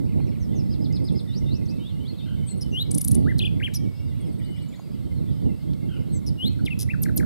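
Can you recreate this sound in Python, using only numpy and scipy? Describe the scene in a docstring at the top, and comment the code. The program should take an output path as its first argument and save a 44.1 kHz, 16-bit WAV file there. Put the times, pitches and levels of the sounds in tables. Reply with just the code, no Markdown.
"""Wind rumbles on the microphone over soft hiss and distant birds; a warbler sings a falling cadence.
Then a nightingale, close by on top of a hedge, sings two phrases of whistles and buzzes,
the first with a fast trill. Each note is a gliding near-sine from the bird's syrinx;
the nightingale's beak lets overtones through, and its voice rasps when pushed.
The foliage scatters every note."""
import sys
import numpy as np
from scipy import signal
from scipy.fft import rfft, irfft
from scipy.io import wavfile
from scipy.ndimage import uniform_filter1d

SR = 44100
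rng = np.random.default_rng(int(sys.argv[2]) if len(sys.argv) > 2 else 0)


def bounce(signal):
    """Save signal as a 16-bit WAV file at the path given by the first command-line argument."""
    frames = np.transpose(np.atleast_2d(signal))
    limited = np.clip(frames, -1, 1)
    pcm = np.round(limited * 32767).astype(np.int16)
    wavfile.write(sys.argv[1], SR, pcm)


N = 319725
TIME = np.arange(N) / SR


def amp(db):
    """Decibels to gain."""
    return 10 ** (np.asarray(db) / 20)


def unit_rms(x):
    """Scale to unit power."""
    return x / np.sqrt(np.mean(x ** 2) + 1e-20)


def at_hz(points, hz, column=1):
    """Read a table column along log frequency."""
    table = np.array(points, float)
    return np.interp(np.log(np.maximum(hz, 1)), np.log(table[:, 0]), table[:, column])


def add(track, start_s, sound):
    """Mix a sound into a track."""
    i = int(np.clip(round(start_s * SR), 0, N))
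    track[i:i + len(sound)] += sound[:N - i]


def drift(rate_hz, size):
    """Smooth random wavering, spread about 1."""
    steps = np.arange(size) * rate_hz / SR
    return np.interp(steps, np.arange(4000), rng.standard_normal(4000))


def noise(spectrum, channels):
    """Independent noises of one colour, falling 15 dB per octave beyond its ends."""
    hz = np.maximum(np.arange(N // 2 + 1) * SR / N, 1)
    octaves_outside = np.abs(np.log2(hz / np.clip(hz, spectrum[0][0], spectrum[-1][0])))
    colour = amp(at_hz(spectrum, hz) - 15 * octaves_outside)
    return unit_rms(irfft(rfft(rng.standard_normal((channels, N))) * colour, N))


def course(length_s):
    """Share of a note gone by, per sample."""
    return np.linspace(0, 1, int(length_s * SR))


def fade(size, edge_s):
    """Equal soft onset and ending."""
    i = np.arange(size)
    return np.sin(np.pi / 2 * np.clip(np.minimum(i, i[::-1]) / (edge_s * SR), 0, 1)) ** 2


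def swell(length_s, attack_s, release_s):
    """Attack, hold, release."""
    t = course(length_s) * length_s
    attack = np.sin(np.pi / 2 * np.clip(t / attack_s, 0, 1))
    release = np.sin(np.pi / 2 * np.clip((length_s - t) / release_s, 0, 1))
    return (attack * release) ** 2


def fall(length_s, from_hz, to_hz, settling):
    """Pitch that drops fast, then settles."""
    return to_hz + (from_hz - to_hz) * (1 - course(length_s)) ** settling


def phase_of(pitch_hz, jitter):
    """Phase of a slightly unsteady oscillator."""
    return 2 * np.pi * np.cumsum(pitch_hz * (1 + jitter * drift(900, len(pitch_hz)))) / SR


def treble_limit(hz):
    """Gain that fades an overtone out from 15 to 17 kHz."""
    return np.clip((17000 - hz) / 2000, 0, 1)


def call(length_s, from_hz, to_hz, rate_hz, swing, jitter=0.0071):
    """A small bird's glide with vibrato."""
    size = int(length_s * SR)
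    vibrato = 1 + swing * np.cos(2 * np.pi * rate_hz * np.arange(size) / SR)
    pitch = np.geomspace(from_hz, to_hz, size) * vibrato
    return np.sin(phase_of(pitch, jitter)) * fade(size, length_s / 3)


# rumble spectrum: frequency_hz, relative_density_db
WIND_SPECTRUM = [(13, -50), (22, -28.5), (75, -1), (140, 1), (252, -7.5), (900, -42.5), (1170, -53.5),
                 (1980, -120)]
# rumble balance: time_s, low_relative_db, upper_relative_db
WIND_BALANCE = [(0.0, -33, -52), (0.16, -33, -47), (2.5, -38, -53), (3.37, -29, -46), (3.45, -34, -53),
                (4.93, -41, -56), (5.33, -35, -50), (6.84, -36, -53), (7.25, -31, -45)]
# gust strength: time_s, relative_level_db
WIND_GUSTS = [(0.0, -33.5), (0.28, -32), (0.32, -36.5), (0.55, -33.5), (1.17, -32.5), (1.19, -40.5),
              (1.45, -32.5), (1.84, -38), (1.88, -44.5), (1.96, -37), (2.22, -41), (2.42, -33),
              (2.52, -40.5), (2.56, -33), (2.6, -40.5), (2.71, -33.5), (2.77, -40.5), (2.97, -29.5),
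              (3.01, -40.5), (3.13, -26), (3.71, -37.5), (3.86, -31.5), (3.94, -44), (4.02, -36.5),
              (4.64, -40), (4.76, -46.5), (5.23, -33), (5.27, -38.5), (5.31, -30), (5.39, -39.5),
              (5.47, -28.5), (5.59, -44.5), (5.73, -31), (5.77, -41.5), (5.88, -32), (5.94, -40.5),
              (6.0, -33), (6.06, -40.5), (6.14, -31.5), (6.24, -43), (6.3, -30), (6.42, -46.5),
              (6.44, -31.5), (6.6, -36.5), (6.64, -28), (6.68, -37), (7.19, -31.5), (7.25, -32.5)]

def wind(gain_db=11, pan_db=-5, own_db=-15, split_hz=280, lump_hz=30, lump_db=1.15, upper_lump_db=4):
    """Eddies push the two capsules in opposite senses; the upper rumble comes in lumps."""
    shared, left, right = noise(WIND_SPECTRUM, channels=3)
    opposed = shared * amp([[pan_db / 2], [-pan_db / 2]]) * [[1], [-1]]
    rumble = opposed + amp(own_db) * np.array([left, right])
    low = signal.sosfiltfilt(signal.butter(2, split_hz, fs=SR, output="sos"), rumble)
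    time_s, low_db, upper_db = np.transpose(WIND_BALANCE)
    tilt_db = upper_db - low_db
    bright_db = np.interp(TIME, time_s, tilt_db - tilt_db.mean()) + upper_lump_db * drift(lump_hz, N)
    rumble = low + (rumble - low) * amp(bright_db)
    running_rms = np.sqrt(uniform_filter1d(np.mean(rumble ** 2, axis=0), int(.08 * SR)))
    gust_db = np.interp(TIME, *np.transpose(WIND_GUSTS))
    return rumble / running_rms * amp(gain_db + gust_db + lump_db * drift(lump_hz, N))


# hiss spectrum: frequency_hz, relative_density_db
AIR_SPECTRUM = [(280, -29), (480, -2.5), (571, -3), (701, -10), (1310, -14), (1700, -19), (2020, -18.5),
                (2630, -24), (3670, -16.5), (4500, -18.5), (6200, -29), (8060, -24.5), (8420, -24.5),
                (12600, -24), (15500, -29.5)]

def air(shared_db=-61, own_db=-60, whine_db=-76, whine_hz=7880):
    """Soft outdoor hiss with a faint high whine."""
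    shared, left, right = noise(AIR_SPECTRUM, channels=3)
    hiss = amp(shared_db) * shared + amp(own_db) * np.array([left, right])
    return hiss + amp(whine_db) * np.sin(phase_of(np.full(N, whine_hz), jitter=.01))


def chorus(count=210, low_hz=2400, high_hz=5000, relative_db=-61, spread_db=8, max_glide_octaves=.6):
    """Many faint birds give arched glides at random."""
    out = np.zeros(N)
    for when, height, slope, duration, loud in rng.random((count, 5)):
        hz = low_hz * (high_hz / low_hz) ** height
        bend = 2 ** (max_glide_octaves * (slope - .5))
        length_s = .04 + .08 * duration
        note = call(length_s, hz / bend, hz * bend, rate_hz=1 / length_s, swing=-.0498)
        add(out, when * N / SR, amp(relative_db + spread_db * (loud - .5)) * note)
    return out


def chatter(count=90, spacing_s=.081, length_s=.0287, pitch_hz=2100, relative_db=-56):
    """One faint bird repeats a low note unevenly."""
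    out = np.zeros(N)
    for k, (late, height, loud) in enumerate(rng.standard_normal((count, 3))):
        hz = pitch_hz * (1 + .0425 * height)
        note = call(length_s, hz * 1.05, hz / 1.05, rate_hz=15, swing=.0059)
        add(out, k * spacing_s + .017 * late, amp(relative_db + 3 * loud) * note)
    return out


# repeated chirps: start_s, count, spacing_s, length_s, from_hz, to_hz, relative_level_db
FAR_CHIRPS = [(.111, 4, .0765, 0.035, 3200, 1700, -55.5), (4.402, 3, 0.15, .082, 2900, 4950, -57.5),
              (4.392, 3, .164, .032, 2500, 1800, -52.5)]

def far_chirps():
    """Distant birds each repeat one glide."""
    out = np.zeros(N)
    for start_s, count, spacing_s, length_s, from_hz, to_hz, db in FAR_CHIRPS:
        for k in range(count):
            chirp = call(length_s, from_hz, to_hz, rate_hz=10.4, swing=.017)
            add(out, start_s + k * spacing_s, amp(db) * chirp)
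    return out


# clicks and knocks: start_s, band_hz, level_db, decay_s
TICK_BURSTS = [(.202, 945, -40, 0.0037), (.926, 6550, -44, 0.0009), (2.662, 10000, -49, .001),
               (4.793, 970, -38.5, 0.0047), (5.734, 4330, -48, .004), (6.524, 9000, -52, .001),
               (6.532, 9000, -53, .001)]

def ticks():
    """Clicks and soft knocks: fast-decaying bands of noise."""
    out, t = np.zeros(N), np.arange(SR // 20) / SR
    for start_s, hz, db, decay_s in TICK_BURSTS:
        band = signal.butter(2, [hz / 1.4, hz * 1.07], "band", fs=SR, output="sos")
        burst = unit_rms(signal.sosfilt(band, rng.standard_normal(len(t))))
        add(out, start_s, amp(db) * burst * np.exp(-t / decay_s))
    return out


def contour(points, edge_s):
    """Start, pitch and gain of a note; the muscles round off the corners of the pitch."""
    time_s, hz, db = np.transpose(points)
    t = np.arange(time_s[0] - .001, time_s[-1] + .001, 1 / SR)
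    rounding_samples = int(.25 * np.median(np.diff(time_s)) * SR)
    pitch = uniform_filter1d(np.interp(t, time_s, hz), rounding_samples, mode="nearest")
    return t[0], pitch, amp(np.interp(t, time_s, db)) * fade(len(t), edge_s)


# falling slides: start_s, length_s, from_hz, to_hz, relative_level_db
WARBLER_SLIDES = [(.24, .075, 6470, 4800, -65), (.388, 0.083, 6860, 4700, -56),
                  (0.539, 0.082, 7070, 4720, -53), (1.652, .018, 7300, 4000, -55),
                  (1.87, .052, 4060, 2880, -52), (2.086, .026, 4480, 4140, -46.5),
                  (2.166, 0.056, 4470, 2820, -48.5)]
# repeated hooked note: start_s, relative_level_db
WARBLER_HOOKS = [(0.698, -46), (0.81, -44), (.923, -42), (1.04, -42), (1.151, -42.5)]
# course of one hook: length_share, pitch_hz, relative_level_db
HOOK_SHAPE = [(0, 4880, -12), (.22, 5030, -5), (.42, 5240, -5), (.58, 4970, -1), (.8, 3720, -4),
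              (1, 3150, -15)]
# held, then rising: start_s, length_s, held_share, low_hz, high_hz, hold_relative_db, swoop_relative_db
WARBLER_SWOOPS = [(1.271, 0.12, 0.37, 3610, 6220, -49, -46), (1.457, 0.12, 0.33, 3640, 6200, -48, -50),
                  (1.677, 0.041, 0, 4170, 6060, -51, -47), (1.788, 0.11, 0.23, 3030, 3930, -56.5, -48.5),
                  (1.997, 0.098, 0.5, 3050, 4820, -54, -46.5), (2.111, 0.018, 0.022, 4000, 5350, -52, -44),
                  (2.391, .108, .75, 3050, 4500, -57.5, -49.5)]

def warbler(hook_s=.06, swoop_curve=1.4, swoop_edge_s=.0099, flicker_db=2.5):
    """A cadence of pure notes: slides, a repeated hook, then upward swoops among more slides."""
    notes = []
    for start_s, length_s, from_hz, to_hz, db in WARBLER_SLIDES:
        gain = amp(db) * swell(length_s, attack_s=.43 * length_s, release_s=.19 * length_s)
        notes.append((start_s, fall(length_s, from_hz, to_hz, settling=1.1), gain))
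    for start_s, db in WARBLER_HOOKS:
        points = [(start_s + share * hook_s, hz, db + shape_db) for share, hz, shape_db in HOOK_SHAPE]
        notes.append(contour(points, edge_s=.0032))
    for start_s, length_s, held, low_hz, high_hz, hold_db, swoop_db in WARBLER_SWOOPS:
        rise = np.clip((course(length_s) - held) / (1 - held), 0, 1)
        db = hold_db + (swoop_db - hold_db) * np.sqrt(rise)
        gain = amp(db) * swell(length_s, swoop_edge_s, swoop_edge_s)
        notes.append((start_s, low_hz + (high_hz - low_hz) * rise ** swoop_curve, gain))
    out = np.zeros(N)
    for start_s, pitch, gain in notes:
        flicker = amp(flicker_db * drift(112, len(pitch)))
        add(out, start_s, gain * flicker * np.sin(phase_of(pitch, jitter=.0093)))
    return out


# runs of pips: start_s, count, spacing_s, first_hz, last_hz, relative_level_db
FAR_PIPS = [(.955, 4, 0.082, 8930, 8850, -55.5), (2.508, 2, 0.063, 8700, 8770, -50.5),
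            (4.204, 8, .059, 8780, 8080, -57.5), (4.681, 4, .036, 7170, 6730, -59)]

def far_pips(length_s=.018, spread_db=2):
    """A small bird's runs of thin, high pips."""
    out = np.zeros(N)
    for start_s, count, spacing_s, first_hz, last_hz, db in FAR_PIPS:
        for k, hz in enumerate(np.linspace(first_hz, last_hz, count)):
            gain = amp(db + spread_db * rng.standard_normal())
            pip = call(length_s, hz * 1.015, hz / 1.015, rate_hz=172, swing=.026)
            add(out, start_s + k * spacing_s, gain * pip)
    return out


# distant whistles: start_s, length_s, from_hz, to_hz, relative_level_db
FAR_WHISTLE_NOTES = [(1.383, 0.28, 3020, 2430, -58.5), (1.696, .06, 2490, 2720, -53.5),
                     (1.75, .29, 2746, 2910, -59), (1.78, 0.1, 3650, 3760, -56),
                     (2.17, .1, 3645, 3674, -52), (2.474, 0.06, 4460, 4080, -49.5),
                     (2.61, .079, 3100, 2960, -54), (3.555, .5, 2397, 2177, -59.5),
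                     (3.878, 0.33, 2680, 2904, -58.5), (3.929, 0.097, 5000, 5400, -59),
                     (4.149, .14, 3550, 3160, -61), (4.364, 0.33, 2980, 2945, -54.5),
                     (5.04, .1, 3113, 3070, -59.5), (5.44, .11, 2930, 2610, -56),
                     (5.763, .16, 2715, 2790, -60)]

def far_whistles():
    """Drawn-out, nearly level whistles from other bushes."""
    out = np.zeros(N)
    for start_s, length_s, from_hz, to_hz, db in FAR_WHISTLE_NOTES:
        whistle = call(length_s, from_hz, to_hz, rate_hz=6.3, swing=.0047, jitter=.0065)
        add(out, start_s, amp(db) * whistle)
    return out


# distant warbles: start_s, length_s, from_hz, to_hz, relative_level_db
FAR_WARBLES = [(2.24, 0.12, 1482, 1440, -47), (5.87, .13, 1560, 1290, -46.5)]

def far_warbles(rate_hz=42, swing=.079, fundamental_db=-6.5, throb_db=5):
    """A low tone and its louder octave throb in pitch and level."""
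    out = np.zeros(N)
    for start_s, length_s, from_hz, to_hz, db in FAR_WARBLES:
        dip_db = throb_db * (np.cos(2 * np.pi * rate_hz * length_s * course(length_s)) - 1)
        for k, partial_db in [(1, fundamental_db), (2, 0)]:
            partial = call(length_s, k * from_hz, k * to_hz, rate_hz, swing)
            add(out, start_s, amp(db + partial_db + dip_db) * partial)
    return out


# overtones through the open beak: pitch_hz, second_harmonic_db, third_harmonic_db
BEAK_OVERTONES = [(1500, -46, -46), (2800, -46, -39), (3450, -44, -25), (4100, -29, -17), (4700, -10, -26),
                  (5800, -6, -40), (7600, -34, -50)]

def syrinx(pitch, db, flicker_db=1, beak_hz=11300, beak_width_hz=1900, upper_harmonics_db=-30):
    """The nightingale's clear voice: a near sine whose overtones come out near the beak's resonance."""
    gain = amp(db + flicker_db * drift(175, len(pitch)))
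    phase = phase_of(pitch, jitter=.0038)
    tone = np.sin(phase)
    for k in (2, 3):
        harmonic_db = at_hz(BEAK_OVERTONES, pitch, column=k - 1)
        tone += treble_limit(k * pitch) * amp(harmonic_db) * np.sin(k * phase)
    for k in (4, 5, 6):
        resonance = np.exp(-((k * pitch - beak_hz) / beak_width_hz) ** 2)
        tone += amp(upper_harmonics_db) * resonance * np.sin(k * phase)
    return gain * tone


# thin whistles opening each phrase: start_s, length_s, from_hz, to_hz, level_db
OPENING_WHISTLES = [(2.456, 0.086, 8540, 7690, -39.5), (6.114, .08, 8440, 7400, -45)]
# short chucks near the end: start_s, length_s, from_hz, to_hz, level_db
CLOSING_CHUCKS = [(6.659, 0.029, 4090, 2050, -32.5), (6.704, 0.033, 2850, 2545, -31.5),
                  (6.933, 0.019, 2030, 1410, -37), (7.0545, 0.013, 2430, 1490, -35),
                  (7.085, 0.0167, 2100, 1410, -39), (7.1975, .015, 2470, 1530, -35.5),
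                  (7.2265, 0.011, 2100, 1370, -37)]

def falling_notes(notes, settling, edge_s):
    """Nightingale notes that sink towards their last pitch."""
    out = np.zeros(N)
    for start_s, length_s, from_hz, to_hz, db in notes:
        pitch = fall(length_s, from_hz, to_hz, settling)
        add(out, start_s, syrinx(pitch, db) * swell(length_s, edge_s, edge_s))
    return out


# breaking voice: frequency_hz, relative_density_db
RASP_SPECTRUM = [(2500, -17), (3500, -2.5), (5500, -0.5), (7200, -5.5), (10500, -4.5), (13000, -3.5),
                 (15500, -26)]
# buzzes: start_s, length_s, from_hz, to_hz, relative_level_db,
# flutter_hz, swing_share, throb_db, octave_db, rasp_db
BUZZ_NOTES = [(2.609, 0.0257, 5560, 5080, -33, 145, 0.058, 4, -9, -17),
              (3.744, .032, 6350, 4740, -28, 41, .005, 1.5, -5.5, -19),
              (3.737, .014, 3500, 5300, -37.5, 130, .02, 0, 0, 3.5),
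              (3.381, 0.0136, 4400, 5600, -40.5, 134, .1, 3, -2, 1.5),
              (6.263, 0.033, 5760, 5050, -35.5, 134, .06, 6, -11, -16),
              (6.651, .016, 4800, 5500, -43.5, 130, .1, 3.5, 0.5, 0),
              (6.788, 0.05, 5900, 5400, -37.5, 105, .11, 6, 5.5, 3),
              (7.031, .011, 6100, 4500, -37.5, 203, .08, 2.5, -4, 4),
              (7.173, .013, 5500, 4200, -36, 198, 0.074, 4.5, -2, 5)]

def buzzes():
    """A fast flutter shakes pitch and level together; pushed, the voice breaks into a rasp."""
    tone, breaking = np.zeros((2, N))
    for start_s, length_s, from_hz, to_hz, db, *timbre in BUZZ_NOTES:
        flutter_hz, swing, throb_db, octave_db, rasp_db = timbre
        size = int(length_s * SR)
        flutter = np.cos(2 * np.pi * flutter_hz * np.arange(size) / SR)
        phase = phase_of(np.linspace(from_hz, to_hz, size) * (1 + swing * flutter), jitter=.031)
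        envelope = np.sin(np.pi * (np.arange(size) + .5) / size) ** .33
        gain = amp(db - throb_db * flutter) * envelope
        add(tone, start_s, gain * (np.sin(phase) + amp(octave_db) * np.sin(2 * phase)))
        add(breaking, start_s, gain * amp(rasp_db) / np.sqrt(2))
    return tone + breaking * noise(RASP_SPECTRUM, channels=1)[0]


# soft notes: start_s, length_s, from_hz, to_hz, level_db, throb_hz
SOFT_NOTES = [(6.589, 0.024, 1510, 1420, -43.5, 110), (6.12, 0.098, 6700, 5700, -54.5, 11.5),
              (2.7, 0.091, 6300, 5500, -53, 13)]

def undertones():
    """A soft second voice beside the nightingale's whistles, and a low purr."""
    out = np.zeros(N)
    for start_s, length_s, from_hz, to_hz, db, throb_hz in SOFT_NOTES:
        t = np.arange(int(length_s * SR)) / SR
        tone = np.sin(phase_of(np.geomspace(from_hz, to_hz, len(t)), jitter=.009))
        throb = np.sin(np.pi * throb_hz * t) ** 2
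        add(out, start_s, amp(db) * tone * throb * fade(len(t), edge_s=.0055))
    return out


# rising whistles: start_s, length_s, low_hz, high_hz, level_db, lateness_exponent
SLUR_NOTES = [(2.714, 0.12, 2777, 4080, -26, 1.68), (6.369, 0.12, 2858, 4250, -28.5, 1.9)]

def slurs():
    """Nightingale whistles that swell as they bend upwards."""
    out = np.zeros(N)
    for start_s, length_s, low_hz, high_hz, db, lateness in SLUR_NOTES:
        pitch = low_hz + (high_hz - low_hz) * np.sin(np.pi / 2 * course(length_s) ** lateness) ** 2
        add(out, start_s, syrinx(pitch, db) * swell(length_s, attack_s=.064, release_s=.0079))
    return out


# upward sweeps: start_s, length_s, top_hz, relative_level_db
TRILL_SWEEPS = [(2.907, .013, 10800, -22), (2.942, 0.012, 11800, -18.5), (2.975, .012, 12250, -18),
                (3.008, .0115, 12600, -17.5), (3.041, .011, 12800, -18), (3.075, .012, 12500, -17.5),
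                (3.109, 0.012, 12200, -19.5), (3.143, .013, 11660, -22)]
# effort through one sweep: length_share, fundamental_db, octave_db
SWEEP_EFFORT = [(0, -27, -28), (.15, -19.5, -20), (.33, -15.5, -17), (.48, -8.5, -26), (.66, 2.5, -40),
                (.85, 0.5, -50), (1, -13, -60)]

def trill(from_hz=3300, curve=.83, rasp_db=-20):
    """Thirty sweeps a second, each so fast it sounds like a rough click; the octave peaks first."""
    tone, effort = np.zeros((2, N))
    share, fundamental_db, octave_db = np.transpose(SWEEP_EFFORT)
    for start_s, length_s, top_hz, db in TRILL_SWEEPS:
        progress = course(length_s)
        pitch = from_hz + (top_hz - from_hz) * progress ** curve
        phase = phase_of(pitch, jitter=.012)
        envelope = amp(db) * fade(len(pitch), edge_s=.001)
        gain = envelope * amp(np.interp(progress, share, fundamental_db))
        octave_gain = envelope * amp(np.interp(progress, share, octave_db)) * treble_limit(2 * pitch)
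        add(tone, start_s, gain * np.sin(phase) + octave_gain * np.sin(2 * phase))
        add(effort, start_s, gain)
    return tone + amp(rasp_db) * effort * noise(RASP_SPECTRUM, channels=1)[0]


# swinging notes: start_s, length_s, first_crest_s, period_s, low_hz, high_hz, level_db,
# narrowness_exponent, overshoot_share, attack_s
ARCH_NOTES = [(3.248, 0.081, 0.052, 0.12, 1104, 2050, -33, 3.6, 0.014, 0.025),
              (3.388, 0.096, 0.0029, .034, 2460, 3460, -26, 1.8, 0.37, 0.0054),
              (3.599, 0.093, .051, .076, 1498, 3286, -27, 1.35, 0.089, 0.0016),
              (6.887, 0.037, 0.025, 0.04, 1954, 2680, -29.5, 1.9, 0.008, .003)]

def arches(db_per_octave=12, overshoot_s=.0072, release_s=.0097):
    """The nightingale's pitch and level swing together, once or several times."""
    out = np.zeros(N)
    for start_s, length_s, crest_s, period_s, low_hz, high_hz, db, *shape in ARCH_NOTES:
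        narrowness, overshoot, attack_s = shape
        t = course(length_s) * length_s
        height = np.abs(np.cos(np.pi * (t - crest_s) / period_s)) ** narrowness
        pitch = low_hz + (high_hz - low_hz) * height
        level_db = db + db_per_octave * np.log2(pitch / high_hz)
        pitch *= 1 + overshoot * np.exp(-t / overshoot_s)
        add(out, start_s, syrinx(pitch, level_db) * swell(length_s, attack_s, release_s))
    return out


# very high whips: crest_s, length_s, crest_hz, level_db
WHIP_NOTES = [(7.0252, 0.025, 13360, -23.5), (7.167, 0.0251, 13500, -23.5)]

def whips(lead_s=.0088, plunge_hz_per_s2=44e6):
    """The nightingale's pitch flies over its crest like a thrown ball and plunges ever faster."""
    out = np.zeros(N)
    for crest_s, length_s, crest_hz, db in WHIP_NOTES:
        pitch = crest_hz - plunge_hz_per_s2 * (course(length_s) * length_s - lead_s) ** 2
        add(out, crest_s - lead_s, syrinx(pitch, db) * swell(length_s, attack_s=.011, release_s=.0097))
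    return out


# nightingale's direction: frequency_hz, left_minus_right_db, left_lead_rad
HEDGE_BEARING = [(1500, 8.5, -0.71), (2980, 5, -1.54), (3900, 3, -1.73), (5500, 0.5, -0.65), (7700, 7.5, 1),
                 (10000, 5, 0.51), (13000, -1.5, 0.65)]

def from_the_hedge(voice):
    """The singer sits to the left; level and phase between the capsules change with pitch."""
    hz = np.arange(N // 2 + 1) * SR / N
    pan_db, lead_rad = at_hz(HEDGE_BEARING, hz), at_hz(HEDGE_BEARING, hz, column=2)
    sides = amp(np.array([pan_db, -pan_db]) / 2)
    sides /= np.sqrt(np.mean(sides ** 2, axis=0))
    return irfft(rfft(voice) * sides * np.exp(.5j * np.array([lead_rad, -lead_rad])), N)


def foliage(x, near_db, far_db, t60_s, near_s=.01):
    """Nearby twigs scatter a note within milliseconds; bushes further off add a thin, duller tail."""
    t = np.arange(int(.8 * SR)) / SR
    near, far = rng.standard_normal((2, 2, len(t)))
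    near = near * np.exp(-t / near_s) * (t > .001)
    far = signal.lfilter(*signal.butter(1, 5000, fs=SR), far) * amp(-60 * t / t60_s) * (t > .008)
    near /= np.linalg.norm(near, axis=1, keepdims=True)
    far /= np.linalg.norm(far, axis=1, keepdims=True)
    echoes = amp(near_db) * near + amp(far_db) * far
    return x + signal.fftconvolve(x * np.ones((2, 1)), echoes, axes=1)[:, :N]


def scene():
    """The near nightingale, the birds behind it, ticks, wind and air, in stereo."""
    voice = slurs() + arches() + whips()
    voice += falling_notes(CLOSING_CHUCKS, settling=1.8, edge_s=.0023)
    voice += falling_notes(OPENING_WHISTLES, settling=1.3, edge_s=.032)
    voice += amp(-1.85) * trill() + amp(-4) * buzzes() + undertones()
    birds = foliage(from_the_hedge(voice), near_db=-12, far_db=-21, t60_s=.45, near_s=.016)
    neighbour = foliage(warbler(), near_db=-2.5, far_db=-14, t60_s=1, near_s=.014)
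    far_calls = far_whistles() + far_warbles() + far_chirps() + far_pips()
    distant = foliage(far_calls, near_db=-1, far_db=-7, t60_s=.61)
    woodland = foliage(chorus() + chatter(), near_db=-2, far_db=-4, t60_s=.7)
    for layer, gain_db, left_db in [(neighbour, -.5, .6), (distant, -2.5, .5), (woodland, -7, 1.5)]:
        birds += layer * amp([[gain_db + left_db], [gain_db - left_db]])
    return birds + ticks() + wind() + air()


def record(dry):
    """Steep low-pass at 15.75 kHz."""
    return signal.sosfilt(signal.ellip(10, .1, 80, 15750, fs=SR, output="sos"), dry)


dry = scene()
out = record(dry)
bounce(out)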